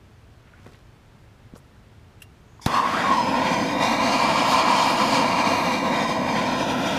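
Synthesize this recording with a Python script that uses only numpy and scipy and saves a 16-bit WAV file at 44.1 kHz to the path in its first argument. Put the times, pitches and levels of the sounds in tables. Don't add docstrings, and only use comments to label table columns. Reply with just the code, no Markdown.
import sys
import numpy as np
from scipy import signal
from scipy.fft import rfft, irfft, next_fast_len
from scipy.io import wavfile
from scipy.ndimage import map_coordinates

SR = 44100
rng = np.random.default_rng(int(sys.argv[2]) if len(sys.argv) > 2 else 0)


def transcribe(signal):
    frames = np.atleast_2d(signal).T
    limited = np.clip(frames, -1, 1)
    pcm = np.round(limited * 32767).astype(np.int16)
    wavfile.write(sys.argv[1], SR, pcm)


N = 308024
TIME = np.arange(N) / SR


def torch(light_s=2.6632):
    lighting = unlit_gas() + igniter() + pop(light_s)
    burner = flame() + howl()
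    burning = scatter(position_colour(rim_echoes(passing_echoes(burner))))
    lit = 1 - np.exp(-since(light_s) / 0.0013)
    return lighting + lit * burning


# f/Hz, level/dB
FLAME_SPECTRUM = [(40, -22.5), (100, -10), (200, -0.5), (420, -7), (800, 2), (1150, 0), (1500, -3.5),
                  (2500, -9.5), (5000, -21.5), (7500, -29), (12000, -41.5), (15000, -50)]

def flame(rumble_edge_hz=588, hiss_edge_hz=3260, flutter_db=1.0):
    arrival, depth, _ = nozzle()
    flare_db, _ = flares()
    free_air = 1 - arrival ** 2
    rumble_db = -29 - 4 * free_air - 2 * depth
    roar_db = -28 - free_air + 3 * depth + flare_db
    hiss_db = -41 + 8 * depth ** 3 + 0.84 * flare_db
    hiss_db += 2 * swell(3.16, 0.2)
    jet = noise(lambda hz: along(FLAME_SPECTRUM, hz))
    rumble = filtered(jet, lambda hz: below(hz, rumble_edge_hz))
    hiss = filtered(jet, lambda hz: 1 - below(hz, hiss_edge_hz))
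    roar = jet - rumble - hiss
    burn = amp(rumble_db) * unit(rumble) + amp(roar_db) * unit(roar)
    burn += amp(hiss_db + 1.8 * wobble(13)) * unit(hiss)
    return (burn + fizz()) * amp(flutter_db * wobble(30))


# t/s, half-length/s, gain/dB
FIZZ_SWELLS = [(3.92, .14, 7), (4.513, .07, 17), (4.897, 0.11, 15), (5.076, 0.063, 13), (5.617, .17, 10),
               (6.848, 0.18, 5)]

def fizz(centre_hz=11400, width_hz=2800):
    _, depth, _ = nozzle()
    surge_db = sum(db * swell(t_s, half_s) for t_s, half_s, db in FIZZ_SWELLS)
    level_db = -60 - 5 * depth ** 4 + surge_db + 0.54 * wobble(7)
    return amp(level_db) * noise(lambda hz: -20 * np.log10(1 + ((hz - centre_hz) / width_hz) ** 2))


def howl(wheel_hz=972, free_air_rise_hz=100, draught_rise_hz=329.6, draught_s=2.997):
    arrival, depth, _ = nozzle()
    _, flare_db = flares()
    draught = swell(draught_s, 0.052)
    level_db = -29 + 2.5 * depth + flare_db - 7 * draught
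    pitch_hz = wheel_hz + free_air_rise_hz * (1 - arrival ** 4) + draught_rise_hz * draught
    rush = unit(amp(1.5 * wobble(90)) * airy_note(1360, width_hz=330))
    note = amp(level_db) * airy_note(pitch_hz, width_hz=80)
    return note + amp(-28) * swell(draught_s, 0.06) * rush


# t/s, half-length/s, flame/dB, howl/dB
FLAME_FLARES = [(2.691, 0.025, -4.5, -9), (2.787, 0.083, 0, 9), (2.94, 0.03, -1, 6.5), (3.035, 0.051, 3, 3),
                (3.12, 0.088, -0.5, 10.5), (3.285, 0.076, -1.5, 6), (3.467, 0.094, 0.5, 4),
                (3.707, 0.14, -4, -6.5), (3.843, 0.044, 3, 5), (4.473, 0.17, 1, 2.5), (4.76, 0.13, 1, 4),
                (5.82, 0.032, -2.5, -1), (5.972, 0.036, 4.5, 1), (6.157, 0.44, -3.5, -2.5),
                (6.98, 0.21, 0.5, -8)]

def flares():
    return sum(np.outer([flame_db, howl_db], swell(t_s, half_s))
               for t_s, half_s, flame_db, howl_db in FLAME_FLARES)


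# t/s, depth (0 lip, 1 deep in the dish)
NOZZLE_DEPTH = [(3.05, 0.39), (3.3, 0.16), (3.5, 0.42), (3.8, 0.66), (4.17, 0.91), (4.4, 0.97), (5.1, 0.97),
                (5.3, 0.88), (5.62, 0.82), (5.8, 0.78), (6.05, 0.58), (6.3, 0.56), (6.45, 0.3), (6.7, 0.06),
                (6.98, 0.02)]

def nozzle(swing_s=3.02, swing_half_s=0.1505, lip_m=0.38, dish_m=0.28):
    arrival = (1 + np.tanh((TIME - swing_s) / swing_half_s)) / 2
    depth = np.interp(TIME, *np.transpose(NOZZLE_DEPTH))
    return arrival, depth, arrival * (lip_m + dish_m * depth)


# f/Hz, gain/dB
RIM_REFLECTION = [(300, -37), (1000, -3), (6000, 4.5), (14000, 1)]
# best depth, depth span, delay/ms, slide/(ms per depth), gain (- inverts)
RIM_FACES = [(0.75, 1.6, 0.61, -0.462, -0.17), (0.72, 0.13, 0.517, -0.44, 0.16),
             (0.22, 0.36, 0.84, -0.11, 0.19), (0.02, 0.46, 0.697, -0.032, -0.1),
             (0.98, 0.78, 1.723, -0.27, 0.14), (0.57, 0.14, 1.62, -0.26, 0.2),
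             (0.96, 0.26, 1.52, 0.051, -0.099), (0.6, 0.25, 2.34, -0.12, -0.13),
             (0.08, 0.1, 0.318, -0.12, 0.23), (0.14, 0.18, 1.084, -0.099, -0.15)]

def rim_echoes(x):
    arrival, depth, _ = nozzle()
    echo = filtered(x, lambda hz: amp(along(RIM_REFLECTION, hz)))
    for best, span, delay_ms, slide_ms, gain in RIM_FACES:
        offset = depth - best
        delay_s = (delay_ms + slide_ms * offset) / 1000
        x = x + arrival * gain * bell(offset, span) * delayed(echo, delay_s)
    return x


# t/s, half-length/s, delay/ms, slide/(ms/s), gain (- inverts)
PASSED_SURFACES = [(2.77, .08, 1.26, -.6, -.25), (2.78, .09, 1.13, -.6, .33), (2.78, .08, .64, -.2, .2),
                   (3.02, .1, .58, -.6, .22), (3.2, .07, .97, -.3, .26), (3.26, .11, .39, .15, .3)]

def passing_echoes(x):
    echo = filtered(x, lambda hz: amp(along(RIM_REFLECTION, hz)))
    power = 1
    for t_s, half_s, delay_ms, slide_ms_per_s, peak_gain in PASSED_SURFACES:
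        gain = peak_gain * swell(t_s, half_s)
        delay_s = (delay_ms + slide_ms_per_s * (TIME - t_s)) / 1000
        x = x + gain * delayed(echo, delay_s) + gain ** 2 * delayed(echo, 2 * delay_s)
        power = power + gain ** 2
    return x / np.sqrt(power)


# f/Hz, width/Hz, gain/dB
STANDING_WAVES = [(261.5, 48.5, 8), (415, 31, -10), (514, 32, 6), (665, 45, 5), (1640, 35, 2),
                  (1770, 70, -7.5), (1945, 120, 4), (2373, 115, 6), (2797, 48, 5), (3210, 90, 5),
                  (3740, 200, 4.5), (3940, 70, -7), (4320, 360, 5), (5100, 270, 3)]
# best depth, depth span, f/Hz, slide/(Hz per depth), width/Hz, gain/dB
HISS_PEAKS_AND_DIPS = [(0.15, 0.55, 1190, 65, 91, -13.5), (0.78, 0.39, 1465, 354, 72, -12),
                       (0, 0.12, 1380, 0, 130, 4.5), (0.06, 0.5, 1800, 110, 56, 8.5),
                       (0.12, 0.12, 2180, -395, 155, -15.5), (0.68, 0.16, 2590, 71, 78, -16),
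                       (0.85, 0.2, 2940, -498, 73, -7.5), (0.64, 0.25, 3330, -551, 170, -6),
                       (0, 0.1, 3340, 0, 200, 3), (0.96, 0.15, 3520, 525, 105, -10),
                       (0.49, 0.065, 3756, 98, 150, -15), (0.73, 0.19, 4400, -481, 87, -7.5),
                       (0.23, 0.17, 5050, -500, 180, 3), (0.07, 0.21, 5420, 226, 100, 9),
                       (0.43, 0.42, 6280, -44, 390, 5.5)]

def position_colour(x, reach_m=0.77):
    hz, frame_s, spectrum = signal.stft(x, SR, nperseg=2048)
    hz = hz[:, None]
    arrival, depth, travel_m = (np.interp(frame_s, TIME, curve) for curve in nozzle())
    nearness = np.minimum(0.3 + travel_m / reach_m, 1)
    colour_db = nearness * sum(db * bell(hz - f_hz, width_hz) for f_hz, width_hz, db in STANDING_WAVES)
    for best, span, f_hz, slide_hz, width_hz, db in HISS_PEAKS_AND_DIPS:
        offset = depth - best
        centre_hz = f_hz + slide_hz * offset
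        colour_db += db * arrival * bell(offset, span) * bell(hz - centre_hz, width_hz)
    return signal.istft(spectrum * amp(colour_db), SR, nperseg=2048)[1][:N]


def scatter(x, count=14, edge_hz=1700, sway_m=0.008, sound_m_per_s=343):
    _, _, travel_m = nozzle()
    treble = filtered(x, lambda hz: 1 - below(hz, edge_hz))
    echoes = np.zeros(N)
    for start_m, slant, polarity in rng.uniform([1.1, -0.6, -1], [4, 0.6, 1], (count, 3)):
        detour_m = start_m + slant * travel_m + sway_m * wobble(1.88)
        echoes += np.sign(polarity) * delayed(treble, detour_m / sound_m_per_s)
    share = 0.36 * (1 - travel_m / 2)
    return x + share * echoes / np.sqrt(count)


def pop(light_s, lag_s=0.0018, width_s=0.0012, low_cut_hz=60):
    u = (TIME - light_s - lag_s) / width_s
    pressure = amp(-9) * u * np.exp((1 - u ** 2) / 2)
    puff = filtered(pressure, lambda hz: 1j * hz / (low_cut_hz + 1j * hz))
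    return puff + amp(-7) * ring(light_s, hz=795, t60_s=0.0089, attack_s=0.00024)


# f/Hz, level/dB
IGNITER_SPECTRUM = [(300, -16), (2500, 6), (6000, 0.5), (8000, -7), (11500, -5), (15000, -19.5)]

def igniter(spark_s=2.6603):
    direct = amp(-19) * strike(spark_s, attack_s=0.00025, t60_s=0.018)
    reflected = amp(-31) * strike(spark_s, attack_s=0.0011, t60_s=0.11)
    return (direct + reflected) * noise(lambda hz: along(IGNITER_SPECTRUM, hz))


# f/Hz, level/dB
GAS_SPECTRUM = [(300, -36), (900, 6), (1400, -16), (2300, 2), (2750, -24), (3500, 7), (4000, -22),
                (4800, 4), (8000, -10), (11000, -11), (15000, -31)]

def unlit_gas(valve_s=2.615):
    arrival, _, _ = nozzle()
    opening = (1 + np.tanh((TIME - valve_s) / 0.0031)) / 2
    return amp(-44.5) * opening * (1 - arrival) * noise(lambda hz: along(GAS_SPECTRUM, hz))


def seep():
    return amp(-72) * swell(2.53, 0.12) * airy_note(6600, width_hz=380)


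# t/s, level/dB, f/Hz, t60/s
HANDLING_BUMPS = [(0.537, -41, 1450, 0.035), (0.664, -39, 247, 0.07), (0.665, -34.5, 547, 0.021),
                  (0.667, -43, 820, 0.04), (1.537, -26.5, 221, 0.022), (2.596, -34.5, 1030, 0.02)]

def bumps():
    return sum(amp(db) * ring(t_s, hz, t60_s, attack_s=0.0003) for t_s, db, hz, t60_s in HANDLING_BUMPS)


# t/s, level/dB, half-length/s, f/Hz, width/octaves
HAND_SCUFFS = [(0.48, -58, 0.019, 1900, 0.67), (0.575, -58, 0.044, 1780, 0.5),
               (0.67, -53, 0.031, 885, 1.14), (0.69, -51.5, 0.044, 300, 0.67),
               (0.697, -63.5, 0.11, 2400, 1.65), (0.75, -61, 0.027, 2000, 0.7),
               (1.565, -51, 0.013, 700, 0.89), (1.562, -52.5, 0.0088, 5400, 0.4),
               (1.576, -57, 0.015, 8300, .6)]

def scuffs(scratch_db=4.0, scratch_rate_hz=260):
    out = np.zeros(N)
    for t_s, db, half_s, centre_hz, octaves in HAND_SCUFFS:
        rub = noise(lambda hz: -20 * np.log10(1 + (np.log2((hz + 1) / centre_hz) / octaves) ** 4))
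        scratch = amp(scratch_db * wobble(scratch_rate_hz))
        out += amp(db) * swell(t_s, half_s) * unit(rub * scratch)
    return out


# t/s, level/dB
RUSTLE_TICKS = [(0.629, -56), (0.646, -51), (0.666, -46), (0.679, -54), (0.721, -50), (0.757, -51),
                (1.554, -47)]
# f/Hz, level/dB
TICK_SPECTRUM = [(300, -12), (1500, 2), (4000, -4), (8000, -13), (15000, -20)]

def ticks():
    envelope = sum(amp(db) * strike(t_s, attack_s=0.0004, t60_s=0.015) for t_s, db in RUSTLE_TICKS)
    return envelope * noise(lambda hz: along(TICK_SPECTRUM, hz))


# t/s, level/dB
BOTTLE_HITS = [(2.203, -59), (2.219, -40.5)]
# f/Hz, level/dB, t60/s
BOTTLE_MODES = [(2750, 5.5, 0.037), (2780, -11, 0.23), (3100, -14, .08), (6250, -13, .04), (7900, -2, 0.03),
                (10600, -4, 0.035)]
# f/Hz, level/dB
CONTACT_SPECTRUM = [(300, -16), (1800, 2), (2700, 5), (4500, -2), (8000, -2), (9500, 0), (10700, 3),
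                    (12500, -5), (14000, -1), (15400, -12)]

def clink():
    out = np.zeros(N)
    for t_s, hit_db in BOTTLE_HITS:
        steel = sum(amp(db) * ring(t_s, hz, t60_s, attack_s=0.0014) for hz, db, t60_s in BOTTLE_MODES)
        contact = noise(lambda hz: along(CONTACT_SPECTRUM, hz))
        click = amp(3) * strike(t_s, attack_s=0.003, t60_s=0.055) * contact
        out += amp(hit_db) * (steel + click)
    return out


# f/Hz, level/dB
YARD_SPECTRUM = [(15, -39), (25, -8.5), (106, 0.5), (176, -10), (213, -8.5), (271, -14.5), (383, -14.5),
                 (450, -16.5), (501, -18.5), (1310, -22.5), (1420, -23.5), (3180, -30), (15000, -49)]

def yard():
    return amp(-50) * noise(lambda hz: along(YARD_SPECTRUM, hz))


def amp(db):
    return 10 ** (np.asarray(db) / 20)


def unit(x):
    return x / np.sqrt(np.mean(x ** 2) + 1e-20)


def along(points, hz):
    points_hz, values = np.transpose(points)
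    return np.interp(np.log(hz + 1), np.log(points_hz + 1), values)


def below(hz, edge_hz):
    return 1 / (1 + (hz / edge_hz) ** 8)


def filtered(x, response):
    size = next_fast_len(N + 8192)
    return irfft(rfft(x, size) * response(np.fft.rfftfreq(size, 1 / SR)), size)[:N]


def delayed(x, delay_s):
    return map_coordinates(x, [(TIME - delay_s) * SR], order=2)


def noise(colour_db):
    return unit(filtered(rng.standard_normal(N), lambda hz: amp(colour_db(hz))))


def airy_note(pitch_hz, width_hz):
    sway = lambda: noise(lambda hz: -10 * np.log10(1 + (hz / width_hz) ** 4))
    phase = 2 * np.pi * np.cumsum(np.broadcast_to(pitch_hz, N)) / SR
    return sway() * np.cos(phase) + sway() * np.sin(phase)


def wobble(rate_hz):
    return map_coordinates(rng.standard_normal(int(N * rate_hz / SR) + 4), [TIME * rate_hz])


def bell(offset, width):
    return np.exp(-(offset / width) ** 2)


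def swell(t_s, half_s):
    return bell(TIME - t_s, half_s)


def since(t_s):
    return np.maximum(TIME - t_s, 0)


def strike(t_s, attack_s, t60_s):
    age_s = since(t_s)
    return (1 - np.exp(-age_s / attack_s)) * amp(-60 * np.minimum(age_s / t60_s, 10))


def ring(t_s, hz, t60_s, attack_s):
    return strike(t_s, attack_s, t60_s) * np.sin(2 * np.pi * hz * since(t_s))


def scene():
    return (seep() + torch() + bumps() + scuffs() + ticks() + clink() + yard())[None]


def record(dry):
    return filtered(dry[0], lambda hz: hz < 15400)[None]


dry = scene()
out = record(dry)
transcribe(out)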